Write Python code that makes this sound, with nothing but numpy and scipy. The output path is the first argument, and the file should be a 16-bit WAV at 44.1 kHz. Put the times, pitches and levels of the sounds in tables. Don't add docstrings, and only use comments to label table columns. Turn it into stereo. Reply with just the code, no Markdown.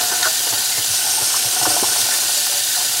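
import sys
import numpy as np
from scipy import signal
from scipy.fft import rfft, irfft
from scipy.io import wavfile
from scipy.ndimage import map_coordinates

SR = 44100
rng = np.random.default_rng(int(sys.argv[2]) if len(sys.argv) > 2 else 0)


def waveform_to_disk(signal):
    frames = np.transpose(np.atleast_2d(signal))
    scaled = np.clip(frames, -1, 1) * 32767
    samples = np.round(scaled).astype(np.int16)
    wavfile.write(sys.argv[1], SR, samples)


N = 132300
TIME, FREQ = np.arange(N) / SR, np.fft.rfftfreq(N, 1 / SR)


def amp(db):
    return 10 ** (np.asarray(db) / 20)


def unit(x):
    return x / np.sqrt(np.mean(x ** 2) + 1e-20)


def over_time(points):
    return np.interp(TIME, *np.transpose(points))


def over_freq(points):
    freq_hz, value = np.transpose(points)
    return np.interp(np.log(FREQ + 1), np.log(freq_hz + 1), value)


def colour(x, points):
    return irfft(rfft(x) * amp(over_freq(points)), N)


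def add(mix, start_s, sound):
    part = mix[max(round(start_s * SR), 0):][:len(sound)]
    part += sound[:len(part)]


def impacts(per_s, spread_db):
    size = amp(spread_db * np.minimum(rng.exponential(1, N), 5.5))
    sign = rng.choice([-1, 1], N)
    return size * sign * (rng.random(N) < per_s / SR)


def wander(per_s):
    smoothing = np.exp(-(FREQ / per_s) ** 2)
    return unit(irfft(rfft(rng.standard_normal(N)) * smoothing, N))


def ring(x, modes):
    out = x.copy()
    for hz, peak_db, t60_s in modes:
        decay = np.exp(-np.log(1000) / (t60_s * SR))
        pole = decay * np.exp(2j * np.pi * hz / SR)
        out += 2 * amp(peak_db) * signal.lfilter([1 - decay], [1, -pole], x).real
    return out


DROPS_PER_S, DROP_SPREAD_DB, DROP_CYCLES = 6000, 3.5, 4.3
SPLAT_GAIN = .55


def droplets(count=28):
    t, out = np.arange(256) / SR, np.zeros(N)
    for hz in np.linspace(1800, 16000, count):
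        ping = np.sin(2 * np.pi * hz * t) * np.exp(-t * hz / DROP_CYCLES)
        hits = impacts(DROPS_PER_S / count, DROP_SPREAD_DB)
        out += np.convolve(hits, unit(ping))[:N]
    splats = impacts(per_s=5000, spread_db=2.6)
    return unit(out) + SPLAT_GAIN * unit(splats)


# [shortest_s, longest_s]
ECHO_DELAY_S = (.001, .012)
ECHO_GAIN, ECHO_DRIFT_S = .15, .00006


def near_walls(x, count=8):
    out = x.copy()
    for delay_s in rng.uniform(*ECHO_DELAY_S, count):
        read_s = TIME - delay_s - ECHO_DRIFT_S * wander(per_s=1.29)
        out += ECHO_GAIN * rng.choice([-1, 1]) * map_coordinates(x, [read_s * SR], order=3)
    return out


# [freq_hz, level_db per Hz]
ON_HAND = [(1120, -39), (1900, -3.5), (2000, -11), (2110, -11.5), (2250, -9), (2430, -7.5), (2800, -4),
           (3320, -17.5), (3430, -2), (3920, 1), (4210, 0), (4850, 2.5), (5730, -4), (6960, 1.5),
           (8380, -2), (10000, 1), (10500, -4), (12300, -3.5), (14100, -9.5), (15200, -9), (15700, -5.5)]
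IN_WATER = [(1120, -30), (1900, -14), (2090, -12), (2330, -10), (2630, -7), (2800, -7), (3090, -14),
            (3170, -9), (3690, -6), (4360, -3.5), (4720, -3), (5390, 1), (6380, -1), (7280, -5.5),
            (8240, -1.5), (9000, 2.5), (10100, -8.5), (11300, -3), (12400, -9), (13800, -8.5), (15700, -18)]
# [freq_hz, peak_db over the direct sound, t60_s]
HAND_RING = [(3350, -18, .03), (4100, -15, 0.01), (4460, -14, 0.011), (5030, -28, 0.065), (5950, 8, 0.025),
             (6920, -1, 0.036), (7640, 0, 0.047), (10100, -3.5, 0.031)]
WATER_RING = [(3505, -9, .03), (4430, -8, .03), (5540, -7, .02), (6250, -7, .015), (7920, -8, .02),
              (8400, -4, .012), (9100, -4, .015), (11050, -8, .015)]
# [time_s, open_water_share 0-1]
LANDING = [(0, 0.17), (.85, .05), (1.12, 0.8), (1.42, 0.6), (1.52, 0.44), (1.65, 0.7), (1.95, 0.56),
           (2.2, 0.26), (3, 0.1)]
# [time_s, level_db]
SPRAY = [(0.3, -18.5), (0.69, -19), (1.31, -17.5), (1.6, -18.5), (1.64, -17), (2.88, -18.5), (2.95, -19)]
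MIST_DB = 6.5


def jet(flutter_db=0.55, flutter_per_s=50):
    mist = amp(MIST_DB) * rng.standard_normal(N)
    spray = near_walls(droplets() + mist)
    spray = spray * amp(flutter_db * wander(flutter_per_s))
    wet = np.clip(over_time(LANDING), 0, 1)
    hand = unit(ring(colour(spray, ON_HAND), HAND_RING))
    water = unit(ring(colour(spray, IN_WATER), WATER_RING))
    return unit((1 - wet) * hand + wet * water) * amp(over_time(SPRAY))


SWAY_PER_S, SWAY_S = 3, .0009


def swayed(x):
    read_s = TIME + SWAY_S * wander(SWAY_PER_S)
    return map_coordinates(x, [read_s * SR], order=3, mode="mirror")


# [freq_hz, peak_db over the direct sound, t60_s]
POT = [(343, 6.5, 0.038), (447, 3.5, 0.067), (586, 5, 0.22), (731.5, 13, 0.047), (860, 5.5, 0.029),
       (1021, -1, 0.023), (1438, 11, 0.038), (1501, 12, 0.047), (1760, 14, 0.11), (2887, 4.5, .03)]
# [freq_hz, level_db per Hz]
CHURN_COLOUR = [(60, -42), (190, -1.5), (320, -2), (550, 3.5), (900, 2.5), (1300, 5.5), (2000, -18),
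                (3500, -6)]
DRUM_COLOUR = [(60, -37), (200, -10), (300, -8.5), (500, 0), (800, -4), (1200, -4.5), (1600, 6.5),
               (2300, -3.5), (3200, 17), (5000, -10)]
# [time_s, level_db before the CHURN_DB trim]
CHURN = [(0.0, -28.5), (0.13, -33), (0.26, -36), (0.51, -33), (0.8, -35.5), (1.07, -33), (1.17, -32.5),
         (1.51, -31.5), (1.75, -28.5), (2.13, -29.5), (2.56, -39.5), (2.77, -36.5), (3.0, -35.5)]
CHURN_DB, CHURN_PER_S, CHURN_SPREAD_DB = -1, 900, 1.5
DRUM_DB = -31.5


def churn():
    drum_hits = impacts(per_s=2000, spread_db=2.5)
    drum = unit(ring(colour(drum_hits, DRUM_COLOUR), POT))
    stir_hits = impacts(CHURN_PER_S, CHURN_SPREAD_DB)
    stir = unit(ring(colour(stir_hits, CHURN_COLOUR), POT))
    stir_gain = amp(CHURN_DB + over_time(CHURN))
    return amp(DRUM_DB) * swayed(drum) + stir_gain * swayed(stir)


BUBBLE_DB, BUBBLES_PER_S, BUBBLE_SPREAD_DB = -42, 130, 2.4
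BUBBLE_T60_S, BUBBLE_GLIDE_PER_S = .07, 1.2


def bubbles(count=30):
    t, out = np.arange(SR // 10) / SR, np.zeros(N)
    for hz in np.linspace(560, 2400, count):
        cycles = hz * t * (1 + BUBBLE_GLIDE_PER_S * t / 2)
        ping = np.sin(2 * np.pi * cycles) * amp(-60 * t / BUBBLE_T60_S)
        hits = impacts(BUBBLES_PER_S / count, BUBBLE_SPREAD_DB)
        out += signal.oaconvolve(hits, ping)[:N]
    return amp(BUBBLE_DB) * unit(ring(out, POT))


# [freq_hz, level_db per Hz]
BASIN = [(20, -48), (45, -31), (70, -13), (98, -2.5), (120, 0.5), (145, -3.5), (175, -26), (210, -15),
         (250, 0), (290, -28), (600, -54)]
BASIN_DB = -50.5


def basin():
    return amp(BASIN_DB) * unit(colour(rng.standard_normal(N), BASIN))


# [start_s, length_s, peak_db, pitch_hz]
NOTES = [(0, .17, -29.5, 720), (.258, .048, -25, 646), (1.06, .05, -30, 760), (1.695, .08, -30, 1503),
         (1.71, .05, -31, 581), (1.67, .09, -32, 315), (2.365, .06, -35.5, 590), (2.49, .13, -36, 574),
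         (2.93, .08, -34, 730)]
NOTE_RISE_S, NOTE_FADE_DB, NOTE_WAVER = .006, 9, .35


def note(length_s, peak_db, hz):
    rise = np.minimum(TIME / NOTE_RISE_S, 1)
    fade = amp(-NOTE_FADE_DB * np.minimum(TIME / length_s, 4) ** 2)
    phase = 2 * np.pi * hz * TIME
    tone = np.sin(phase) + NOTE_WAVER * wander(per_s=30) * np.cos(phase)
    return amp(peak_db) * rise * fade * tone


# [start_s, length_s, level_db, centre_hz, width_octaves]
SLOPS = [(.005, 0.014, -29, 696, 0.61), (.113, 0.061, -28, 725, 1.06), (0.195, 0.041, -32.5, 735, 0.98),
         (0.225, 0.028, -22.5, 1440, 0.49), (.252, 0.0084, -21, 1450, 0.24),
         (0.258, .022, -20.5, 1254, .33), (.254, 0.021, -34, 470, 0.37), (0.467, 0.012, -25.5, 800, 1.23),
         (0.525, 0.023, -27.5, 560, 2.1), (0.716, 0.088, -36, 2100, 0.068), (0.773, 0.032, -29.5, 450, 3.3),
         (1.043, 0.053, -33.5, 804, 0.25), (1.173, 0.064, -32.5, 810, 0.17), (1.212, .025, -29.5, 460, 1.2),
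         (1.341, 0.028, -27.5, 1130, 0.27), (1.565, 0.0087, -26, 654, 1.7), (1.613, .008, -21.5, 795, .5),
         (1.628, 0.016, -25.5, 660, 0.81), (1.653, .012, -19, 1140, 0.36), (1.666, .018, -20.5, 480, .65),
         (1.7, 0.013, -23, 686, 0.52), (1.765, 0.0096, -20.5, 810, 0.28), (1.825, .011, -21, 350, .45),
         (1.833, 0.015, -21.5, 900, 0.29), (1.96, 0.009, -25.5, 794, 0.55), (2.087, 0.009, -25, 810, 0.78),
         (2.11, 0.04, -29.5, 1890, 0.19), (2.285, 0.017, -30, 760, 0.16), (2.466, 0.0056, -26, 1430, 0.69),
         (2.52, 0.046, -34.5, 690, 0.76), (2.746, 0.022, -31.5, 1680, 0.36), (2.765, 0.075, -34, 820, 0.43)]
SLOP_RISE_S, SLOP_FADE_DB = .0012, 10


def slop(length_s, level_db, centre_hz, width_octaves, size=8192):
    t, f = np.arange(size) / SR, np.fft.rfftfreq(size, 1 / SR)
    pops = rng.standard_normal(size) ** 3
    band_gain = np.exp(-.5 * (np.log2((f + 1) / centre_hz) / width_octaves) ** 2)
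    band = irfft(rfft(pops) * band_gain, size)
    burst = band * np.minimum(t / SLOP_RISE_S, 1) * amp(-SLOP_FADE_DB * (t / length_s) ** 2)
    return amp(level_db) * unit(ring(burst, POT)) * np.sqrt(length_s * SR / size)


# [start_s, level_db, pitch_hz]
THUMPS = [(0.022, -39, 109), (0.256, -44, 112), (0.526, -37, 105), (.776, -34, 106), (.893, -31, 100),
          (1.061, -45, 89), (1.212, -32.5, 121), (1.447, -30, 112.6), (1.608, -33, 122), (1.669, -31, 114),
          (1.708, -34, 111), (1.831, -37, 97), (1.877, -37, 116), (1.957, -42, 110), (2.02, -37, 105),
          (2.884, -41, 128)]
THUMP_RISE_S, THUMP_T60_S, THUMP_PUSH = .014, .13, .25


def thump(level_db, hz):
    t = np.arange(SR // 3) / SR
    rise = np.sin(np.pi / 2 * np.minimum(t / THUMP_RISE_S, 1)) ** 2
    decay = amp(-60 * np.maximum(t - THUMP_RISE_S, 0) / THUMP_T60_S)
    boom = rise * decay * np.sin(2 * np.pi * hz * t)
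    u = t / THUMP_RISE_S * 2
    push = u * (2 - u) * np.exp(-u)
    return amp(level_db) * (boom + THUMP_PUSH * push)


# [start_s, level_db]
CLINKS = [(.2285, 0), (2.0143, -6), (2.758, -10)]
# [pitch_hz, level_db before decay, t60_s]
CLINK = [(3720, -11.5, .04), (4100, -6, 0.016), (4400, -16, 0.032), (6500, -10, .02)]


def clink(rise_s=0.00098):
    t = np.arange(SR // 10) / SR
    partials = sum(amp(db - 60 * t / t60_s) * np.sin(2 * np.pi * hz * t) for hz, db, t60_s in CLINK)
    return np.minimum(t / rise_s, 1) * partials


# [freq_hz, side_to_mid_db]
SIDE_LEVEL = [(100, -11), (320, -14), (750, -13), (1500, -9.5), (2400, -15), (3500, -14.5), (5700, -21),
              (7300, -23), (9300, -15), (11800, -7), (15000, -6)]
# [freq_hz, left_over_right_db]
LEAN = [(100, -2), (300, 0), (700, 1.2), (1300, 1.2), (2800, 2.6), (5500, .5), (9000, .3), (15000, 2.2)]
KITCHEN_T60_S = .3


def stereo(x):
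    walls = rng.standard_normal(N) * amp(-60 * TIME / KITCHEN_T60_S)
    reflected = signal.fftconvolve(x, walls / np.linalg.norm(walls))[:N]
    side = colour(reflected, SIDE_LEVEL)
    lean = amp(over_freq(LEAN) / 2)
    return irfft(rfft(np.array([x + side, x - side])) * np.array([lean, 1 / lean]), N)


def scene():
    mix = jet() + churn() + bubbles() + basin()
    for start_s, *row in NOTES:
        add(mix, start_s, note(*row))
    for start_s, *row in SLOPS:
        add(mix, start_s, slop(*row))
    for start_s, *row in THUMPS:
        add(mix, start_s, thump(*row))
    for start_s, level_db in CLINKS:
        add(mix, start_s, amp(level_db) * clink())
    return stereo(mix)


LOW_CUT_HZ, EDGE_HZ = 48, 15780


def record(dry):
    low_cut = signal.butter(3, LOW_CUT_HZ, "high", fs=SR, output="sos")
    thin = signal.sosfilt(low_cut, dry)
    band_limit = signal.firwin(701, EDGE_HZ, window=("kaiser", 9), fs=SR)
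    return signal.oaconvolve(thin, band_limit[None], "same")


dry = scene()
out = record(dry)
waveform_to_disk(out)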